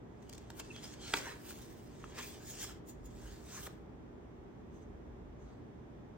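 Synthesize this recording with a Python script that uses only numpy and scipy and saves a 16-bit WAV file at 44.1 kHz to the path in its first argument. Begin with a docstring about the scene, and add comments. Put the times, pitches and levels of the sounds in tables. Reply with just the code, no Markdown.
"""In a quiet room, close to two closely spaced microphone ports, a reader turns a picture-book page.
Fingers feel along the edges, the sheet snaps free, flops over and is pressed flat; the book is swung round and raised.
Clumped clicks make the rustle, decaying sines the snaps and cover knocks, gliding sines the rasps.
Narrow noise bands make thin whistles of skin on paper; shaped noise and wavering sines make the ventilation.
Sparse reflections give the room."""
import sys
import numpy as np
from scipy import signal
from scipy.fft import rfft, irfft, next_fast_len
from scipy.io import wavfile
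from scipy.ndimage import uniform_filter1d

SR = 44100
rng = np.random.default_rng(int(sys.argv[2]) if len(sys.argv) > 2 else 0)


def inscribe(sig):
    """Save sig as 16-bit PCM at rate SR to the path in sys.argv[1].

    A 1-D sig is mono; a 2-D sig holds one channel per row.
    Samples are clipped to [-1, 1] before scaling.
    """
    pcm = np.round(np.clip(np.atleast_2d(sig).T, -1, 1) * 32767)
    wavfile.write(sys.argv[1], SR, pcm.astype(np.int16))


N = 272097
TIME, FREQS = np.arange(N) / SR, np.fft.rfftfreq(N, 1 / SR)

# How the two ports hear the nearby book.
# Each row: frequency in Hz, likeness of the ports (0 to 1), phase by which the left leads in radians.
PORTS_BOOK = [(99, 1, 9.5), (690, 0.26, -1), (1400, 0.96, -0.53), (3330, 0.92, -1.37), (5640, 0.5, -1.7),
              (6300, 0, -3), (7820, 0.8, -4.5), (13900, 0.2, -3), (15000, 0.97, 1)]
# Dry skin chafes the glossy page with a thin whistle.
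# Each row: middle in seconds, whistle in dB before the layer's trim, half-length in seconds,
# whistle pitch in Hz, edge fizz in dB re whistle.
CHAFES = [(2.499, -50, 0.024, 6840, -3.5), (2.629, -46, 0.013, 7070, -2), (2.894, -53, 0.0085, 6780, -1),
          (3.06, -57, 0.005, 6730, -3.5), (3.11, -70, 0.0093, 6630, -18),
          (3.553, -45.5, 0.014, 6300, -13.5), (4.763, -71, 0.017, 6180, -15),
          (4.827, -68.5, 0.005, 6200, -17), (5.425, -71, 0.011, 6300, -22),
          (5.486, -76.5, 0.014, 5900, -25)]

FINGER_SHAPE = 1.14  # how a fingertip touch swells and dies: 1 = pointed, 2 = rounded like a bell
FINGER_RELEASE = 1.32  # a fingertip lets go this many times more slowly than it bites


def amp(db):
    """Decibels to gain."""
    return 10 ** (np.asarray(db) / 20)


def unit(x):
    """Scales to rms 1."""
    return x / np.sqrt(np.mean(x ** 2) + 1e-20)


def read(table, hz, axis=1):
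    """One column of a table, interpolated along log frequency."""
    columns = np.transpose(table)
    return np.interp(np.log(hz + 1), np.log(columns[0] + 1), columns[axis])


def drift(per_s):
    """Smooth random wander of rms 1 that changes about per_s times a second."""
    size = next_fast_len(N, real=True)
    smoothing = 1 + (np.fft.rfftfreq(size, 1 / SR) / per_s) ** 4
    wander = irfft(rfft(rng.standard_normal(size)) / smoothing, size)
    return unit(wander[:N])


def at_ports(pair, colour, ports):
    """Colours two unrelated signals and blends them into what the left and right ports hear, rms 1."""
    left, other = rfft(pair) * amp(read(colour, FREQS))
    like = np.clip(read(ports, FREQS), -1, 1)
    blend = like * left + np.sqrt(1 - like ** 2) * other
    right = blend * np.exp(-1j * read(ports, FREQS, axis=2))
    return unit(irfft(np.array([left, right]), N))


def ring(hz, gain, t60, rise_s, lead_s):
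    """Modes set swinging by one blow; the swing at the right port runs lead_s ahead of the left."""
    t = np.arange(SR // 8) / SR
    swing = gain * amp(-60 * t / t60) * (1 - np.exp(-t / rise_s))
    return np.array([(swing * np.sin(2 * np.pi * hz * (t + lead))).sum(0)
                     for lead in (-lead_s / 2, lead_s / 2)])


def add(mix, s, sound):
    """Mixes a sound in at its time in seconds."""
    part = mix[:, round(s * SR):][:, :sound.shape[1]]
    part += sound[:, :part.shape[1]]


def stroke(at, rise_s, fall_s, shape):
    """Power of one touch: friction grows as the hand speeds up and fades as it slows."""
    return np.exp(-abs((TIME - at) / np.where(TIME < at, rise_s, fall_s)) ** shape)


def finger_stroke(at, half_s):
    """Power of one fingertip touch, which bites faster than it lets go."""
    return stroke(at, half_s, half_s * FINGER_RELEASE, FINGER_SHAPE)


def ventilation(air_db, rumble_db, waver_db):
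    """Dull moving air, a wavering hum and a deep rumble that rises now and then."""
    # The diffuse room at the ports.
    # Each row: frequency in Hz, likeness of the ports (-1 to 1), phase by which the left leads in radians.
    diffuse_ports = [(50, 0.94, 0.0047), (123, 0.95, 0.0034), (224, 0.24, 0.017), (393, 0.57, 0),
                     (637, -0.27, 0.0068), (1000, -0.018, 0.016), (4830, -0.094, 0.0093),
                     (8010, -0.56, 0.012), (15000, 0.021, 0.012)]
    # Colour of the moving air. Each row: frequency in Hz, relative level in dB per Hz.
    air_colour = [(20, -99.5), (33, -97.5), (44, -82), (60, -75), (100, -79.5), (200, -77.5), (270, -78.5),
                  (410, -79.5), (510, -87), (750, -88.5), (1000, -93), (1400, -99.3), (1900, -101.1),
                  (2800, -110), (3500, -110.5), (4200, -118), (6300, -117.5), (8000, -123), (11000, -127),
                  (14000, -127), (16000, -138)]
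    # The hum. Each row: frequency in Hz, middle level in dB rms before the balance of the ports.
    hum_tones = [(119.5, -63.5), (239.7, -66.5), (308, -69.5), (591, -76.5)]
    # Colour of the rumble. Each row: frequency in Hz, relative level in dB per Hz.
    rumble_colour = [(25, -28), (36, -22), (44, 7), (54, -0.5), (70, 1), (140, -29.5), (500, -100)]
    # Swells of the rumble. Each row: start and end in seconds, level in dB before the rumble's trim.
    rumble_swells = [(2.548, 3.85, -53.5), (4.653, 5.653, -52)]
    rest_db, ramp_s = -60.5, 0.18  # rumble between the swells, before its trim; length of a ramp

    air = amp(air_db) * at_ports(rng.standard_normal((2, N)), air_colour, diffuse_ports)
    hum = 0
    for hz, db in hum_tones:
        level = amp(db + waver_db * drift(2.4)) * np.sqrt(2)
        hum = hum + level * np.sin(2 * np.pi * hz * TIME + .5 * drift(3.5))
    deep = at_ports(rng.standard_normal((2, N)), rumble_colour, diffuse_ports)
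    swells = 0
    for start, end, db in rumble_swells:
        inside_s = np.minimum(TIME - start, end - TIME)
        swells = swells + amp(db) * np.clip(inside_s / ramp_s + .5, 0, 1)
    return air + hum + deep * amp(rumble_db) * np.hypot(amp(rest_db), swells)


def room(x, gap_s):
    """Sparse wall reflections that die faster in the treble."""
    # Reverberation. Each row: frequency in Hz, time to fall by 60 dB in seconds.
    room_t60 = [(150, 0.52), (1000, 0.57), (4000, 0.35), (15000, 0.022)]
    count = SR // 2
    taps = rng.standard_normal((2, count)) * (rng.random((2, count)) < 4000 / SR)
    taps = taps * (TIME[:count] > gap_s)
    hz, t, z = signal.stft(taps, SR, nperseg=256)
    decay = amp(-60 * t / read(room_t60, hz)[:, None])
    tail = signal.istft(z * decay, SR, nperseg=256)[1]
    return signal.fftconvolve(x, tail / np.linalg.norm(tail[0]), axes=1)[:, :N]


def knocks(rise_s, lead_s):
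    """A fingertip lands on the cover, which gives a few quickly damped swings."""
    # Fingers knock on the held book; the pitch depends on where they land.
    # Each row: start in seconds, level in dB, pitch in Hz, time to fall by 60 dB in seconds.
    cover_blows = [(2.041, -33.5, 1274, 0.012), (2.1005, -49, 387, .03), (2.645, -43.5, 1200, 0.024),
                   (2.6933, -46, 1420, .02), (2.707, -47, 1290, 0.026), (2.8023, -45, 202, .04),
                   (3.671, -38.5, 1760, .012), (3.6745, -39.5, 769, 0.011), (3.6773, -40, 402, 0.025)]
    # Modes of the damped cover. Each row: multiple of the pitch, level in dB re the blow.
    cover_modes = [(.86, -10), (1, 0.5), (1.33, -9), (2.08, -10)]
    multiple, db = np.transpose(cover_modes)[:, :, None]
    out = np.zeros((2, N))
    for s, blow_db, hz, t60 in cover_blows:
        add(out, s, ring(hz * multiple, amp(blow_db + db), t60, rise_s, lead_s))
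    return out


def snaps(rise_s, lead_s):
    """Each buckle or tap of the sheet rings the stiff page's modes briefly."""
    # Each row: start in seconds, level in dB, centre of the blow's colour in Hz, its width in octaves,
    # share of the ring time that the fingers leave.
    page_blows = [(0.5031, -37.5, 1090, 0.32, 0.58), (0.6005, -38, 3600, 0.86, .5),
                  (0.7625, -39.5, 3100, .9, 0.63), (0.848, -47, 1000, 0.83, .8),
                  (1.1354, -28, 2376, .4, .53), (1.1379, -17.5, 1759, 1.05, 0.9),
                  (1.1396, -30.5, 2253, 3.1, 0.46), (1.142, -29, 266, 0.36, 0.8),
                  (1.1425, -37.5, 1617, 1.4, .48), (1.1716, -38.5, 1510, 3, 0.89),
                  (1.1762, -33, 2450, 0.22, 1), (1.266, -42, 1240, 0.58, 1), (1.269, -34, 750, 0.55, 0.98),
                  (1.314, -45, 1210, 0.64, 0.84), (1.507, -42.5, 1500, 0.44, 1),
                  (2.182, -43, 2000, 1.3, 0.97), (2.202, -42, 2500, 0.62, .6)]
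    # Modes of the stiff page. Each row: frequency in Hz, level in dB re the blow,
    # time to fall by 60 dB in seconds when the fingers leave it free.
    page_modes = [(288, -7.5, 0.078), (374, 2.9, 0.043), (792, -15.1, 0.08), (915, -6.5, 0.054),
                  (1166, -16.5, 0.051), (1400, -8, 0.033), (1480, -5.5, 0.024), (1603, -10, 0.04),
                  (1990, -1, 0.014), (2250, -11.5, .05), (2400, -6.5, 0.024), (2608, -16.5, 0.072),
                  (3300, 4.5, 0.011), (3590, -11, .02), (4100, -5.5, 0.027), (4695, -4, .025),
                  (5500, 3, 0.0091), (6400, -4, .008)]
    hz, db, t60 = np.transpose(page_modes)[:, :, None]
    out = np.zeros((2, N))
    for s, blow_db, centre_hz, octaves, free in page_blows:
        colour = np.exp(-.5 * (np.log2(hz / centre_hz) / octaves) ** 2)
        add(out, s, ring(hz, amp(blow_db + db) * colour, t60 * free, rise_s, lead_s))
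    return out


def rasps(flutter_db, flutter_per_s):
    """Stick and slip drives one resonance of the bowed sheet, which glides as the bend changes."""
    # Each row: middle in seconds, peak amplitude in dB before flutter, half-length in seconds,
    # resonance in Hz, glide in Hz per second, width in Hz.
    drags = [(0.71, -49, 0.007, 2600, 0, 210), (0.61, -62, .016, 2700, 0, 110),
             (0.77, -54, 0.022, 3350, -3000, 260), (.845, -50.5, 0.0081, 5100, 0, 380),
             (1.255, -51, 0.029, 1590, 2498.5, 202), (1.302, -54, 0.025, 1790, 1497.5, 100),
             (1.30, -58, 0.0248, 4000, 1504, 220), (1.077, -58.5, 0.03, 1430, -1, 265),
             (1.05, -56.5, .05, 3200, 1, 300), (1.07, -56, 0.047, 4280, -0.5, 330),
             (2.188, -49.5, 0.014, 1110, 1, 170), (2.215, -52.5, 0.036, 2450, 0.5, 250),
             (2.21, -58, .028, 3250, -1, 510), (3.57, -59, 0.046, 1300, 0.5, 281),
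             (3.669, -50, 0.0054, 1290, -1, 170)]
    shape = 3.8  # a rasp holds its strength, then stops quickly
    out = np.zeros((2, N))
    for at, db, half, hz, glide, width in drags:
        bend = glide * np.clip(TIME - at, -2 * half, 2 * half)
        pitch = hz + bend + width * drift(width) / 2
        flutter = flutter_db * drift(flutter_per_s)
        level = amp(db + flutter) * np.sqrt(stroke(at, half, half, shape))
        phase = 2 * np.pi * np.cumsum(pitch) / SR
        out += level * np.sin([phase, phase - read(PORTS_BOOK, hz, axis=2)])
    return out


def whistles():
    """Each chafe sings in one narrow noise band, shifted to its own pitch."""
    # Colour of the whistle before the shift. Each row: frequency in Hz, relative level in dB per Hz.
    whistle_colour = [(4500, -54), (6200, -14), (6850, 13), (7500, -3.5), (10000, -25)]
    peak_hz = 6820  # the peak of that colour
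    band = signal.hilbert(at_ports(rng.standard_normal((2, N)), whistle_colour, PORTS_BOOK))
    touch = 0
    for at, db, half, hz, _ in CHAFES:
        shift = np.exp(2j * np.pi * (hz - peak_hz) * (TIME - at))
        touch = touch + amp(db) * np.sqrt(finger_stroke(at, half)) * shift
    return (band * touch).real


def slips(per_s, spread_db, clump_db, clumps_per_s):
    """Paper fibres catch and let go: tiny clicks of uneven size that come in clumps."""
    size = amp(spread_db * np.minimum(rng.exponential(1, N), 4))
    clicks = size * (rng.random(N) < per_s / SR)
    return rng.standard_normal((2, N)) * clicks * amp(clump_db * drift(clumps_per_s))


def bending(pair, patchy_db):
    """As the paper bends, its resonances come and go in patches a few hundred Hz wide."""
    z = signal.stft(pair, SR, nperseg=512, noverlap=384)[2]
    patches = uniform_filter1d(rng.standard_normal(z.shape[1:]), size=3, axis=0)
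    patches = uniform_filter1d(patches, size=18, axis=1)
    return signal.istft(z * amp(patchy_db * unit(patches)), SR, nperseg=512, noverlap=384)[1][:, :N]


def touches():
    """Strength of flexing, friction and edge fizz: the powers of all slides, scuffs and chafes add up."""
    # Hand movements that slide paper on paper or skin.
    # Each row: moment of greatest speed in seconds, friction in dB before the layer's trim,
    # speeding up and slowing down in seconds, flexing and edge fizz in dB re friction.
    hand_slides = [(.36, -69, 0.079, 0.17, 1, -10), (.59, -58, 0.016, 0.0097, 1, 2),
                   (.65, -62, 0.025, 0.053, -8, -14), (.755, -59.5, 0.036, 0.056, -2.5, -11),
                   (.842, -51, 0.011, 0.025, -4, -10), (.932, -60, 0.024, 0.01, 0.5, -16),
                   (1.035, -53.5, 0.017, 0.029, -11, -22), (1.10, -52, 0.04, 0.038, -3.5, -18),
                   (1.174, -45, 0.024, 0.017, -4, -6.5), (1.275, -51.5, 0.1, 0.036, 3, -7),
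                   (1.508, -53, 0.038, 0.014, -5, -0.5), (1.61, -61.5, 0.1, 0.12, -1, -1),
                   (2.08, -64, 0.12, 0.08, 0.5, -12), (2.194, -51.5, 0.021, 0.027, 4.5, -6),
                   (2.265, -55, 0.033, 0.039, -13, 0), (2.352, -56.5, 0.033, 0.014, -9, -11),
                   (2.51, -60, 0.067, 0.033, -3, -17), (2.63, -47, 0.057, 0.024, -16, -18),
                   (2.697, -56.5, 0.027, 0.027, -4, -6.5), (3.289, -60.5, 0.085, 0.1, -5, -6.5),
                   (3.51, -55.5, 0.028, 0.013, -9, -12), (3.575, -54, 0.032, 0.037, -6, -8),
                   (3.668, -53.5, 0.059, 0.0053, -7, 3), (3.70, -73.5, 0.018, 0.044, -2, -1),
                   (4.79, -82, 0.047, 0.046, -2.5, -13), (5.51, -79.5, .05, 0.044, 6.5, -17)]
    # Short fingertip scuffs. Each row: middle in seconds, friction in dB before the layer's trim,
    # half-length in seconds, flexing in dB re friction.
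    finger_scuffs = [(.227, -65, 0.0017, -6), (0.2967, -47.5, 0.001, -6), (0.329, -51.5, 0.00096, -7),
                     (0.335, -47, 0.00065, -19), (0.351, -54.5, 0.0022, -14), (0.3805, -48, 0.001, -5),
                     (0.5035, -48.5, 0.0013, 0), (0.599, -40, 0.0025, -4), (0.7624, -46.5, 0.0005, -8),
                     (0.939, -55.5, 0.0022, 4.5), (1.1379, -34, .0004, -2.5),
                     (1.1404, -31.5, 0.00046, -7.5), (1.168, -43.5, 0.0022, -9), (2.189, -48, .003, 4),
                     (2.228, -49.5, 0.0043, -9), (2.615, -46, 0.0018, -17), (2.641, -47, 0.004, -9),
                     (3.67, -45.5, 0.00057, -6)]
    slide_shape = 1.256  # 1 = pointed, 2 = rounded like a bell
    scuff_fizz_db = -7.5  # re the scuff's friction
    chafe_rub_db = -5  # plain friction of a chafe, re its whistle

    power = np.zeros((3, N))
    for at, db, rise, fall, flex, fizz in hand_slides:
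        parts_db = db + np.array([[flex], [0], [fizz]])
        power += amp(parts_db) ** 2 * stroke(at, rise, fall, slide_shape)
    for at, db, half, flex in finger_scuffs:
        parts_db = db + np.array([[flex], [0], [scuff_fizz_db]])
        power += amp(parts_db) ** 2 * finger_stroke(at, half)
    for at, db, half, _, fizz in CHAFES:
        parts_db = db + np.array([[chafe_rub_db], [fizz]])
        power[1:] += amp(parts_db) ** 2 * finger_stroke(at, half)
    return np.sqrt(power)


def rustle(flex_db, held_db, friction_db, hand_db, fizz_db, chafe_db, laid_flat_s):
    """Slips under each touch sound as a papery body, a hiss and a fine fizz; chafes add whistles."""
    # Five colours; each row: frequency in Hz, relative level in dB per Hz.
    flex_colour = [(120, -37), (330, -7.5), (470, 1.5), (620, -4.5), (900, -1), (1150, -4), (1500, -5.5),
                   (1820, -3), (2300, -6.5), (3400, -8), (4600, -23), (8000, -55)]  # the loose sheet as it flexes
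    held_colour = [(120, -31), (400, -18), (750, 1), (1000, -2.5), (1300, -1.5), (1750, 1), (2350, -10),
                   (3100, -13), (4600, -5.5), (8000, -45)]  # the whole book as it flexes in the hands
    friction_colour = [(900, -40), (2200, -4), (3200, -1), (4400, 0), (5600, 0.5), (6800, 2.5), (7600, -1),
                       (8500, -0.5), (9600, -20), (13000, -26)]  # hiss of paper on paper
    hand_colour = [(1500, -17), (2300, -10), (3200, -4.5), (4300, -9), (5400, -4.5), (6600, -4),
                   (7400, -3.5), (8400, -6), (9600, -25), (13000, -31)]  # hiss of a hand on the held book
    fizz_colour = [(6000, -35), (8500, -6), (9800, 0), (11000, 1), (12300, -1), (13700, -1), (14800, -5),
                   (16000, -4)]  # fine fizz of the paper's edges

    body, hiss, edge = touches()
    coarse = bending(slips(per_s=2200, spread_db=0.8, clump_db=0.5, clumps_per_s=110), patchy_db=3.5)
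    fine = bending(slips(per_s=12000, spread_db=0.5, clump_db=1.0, clumps_per_s=28), patchy_db=3.0)
    sheet = amp(flex_db) * body * at_ports(coarse, flex_colour, PORTS_BOOK)
    sheet = sheet + amp(friction_db) * hiss * at_ports(fine, friction_colour, PORTS_BOOK)
    book = amp(held_db) * body * at_ports(coarse, held_colour, PORTS_BOOK)
    book = book + amp(hand_db) * hiss * at_ports(fine, hand_colour, PORTS_BOOK)
    # once the page lies flat, the whole book resounds instead, after a 0.1 s crossfade
    held = np.clip((TIME - laid_flat_s) * 10, 0, 1)
    fizz = amp(fizz_db) * edge * at_ports(fine[::-1], fizz_colour, PORTS_BOOK)
    return (1 - held) * sheet + held * book + fizz + amp(chafe_db) * whistles()


def scene():
    """The book close by, its reflections, and the room's own noise, a little stronger on the right."""
    paper = rustle(flex_db=-2.0, held_db=1.0, friction_db=-0.5, hand_db=-1.0,
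                   fizz_db=2.5, chafe_db=-4.5, laid_flat_s=2.24)
    paper = paper + rasps(flutter_db=3.0, flutter_per_s=180)
    cracks = snaps(rise_s=0.00032, lead_s=.00003) + knocks(rise_s=0.00041, lead_s=.00003)
    echoes = room(amp(-12.0) * paper + amp(-15.0) * cracks, gap_s=0.0036)
    background = amp([[-.5], [.5]]) * ventilation(air_db=-52.5, rumble_db=-4.5, waver_db=-0.5)
    return paper + cracks + echoes + background


def record(dry):
    """Flips the shared part of a band around 11 kHz in the right channel, so that it sounds wide
    and hollow; then cuts off the treble."""
    # Corners in Hz of the flipped band: it fades in from the first to the second
    # and out from the third to the fourth.
    flipped_hz = (8900, 9700, 12400, 13200)
    edge_hz = 15950  # upper band limit
    flipped = np.interp(FREQS, flipped_hz, (0, .98, .98, 0))
    common = irfft(rfft(dry.mean(0)) * flipped, N)
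    channels = dry - common + common * np.array([[1], [-1]])
    lowpass = signal.firwin(511, edge_hz, window=("kaiser", 9), fs=SR)
    return signal.oaconvolve(channels, lowpass[None], "same")


dry = scene()
out = record(dry)
inscribe(out)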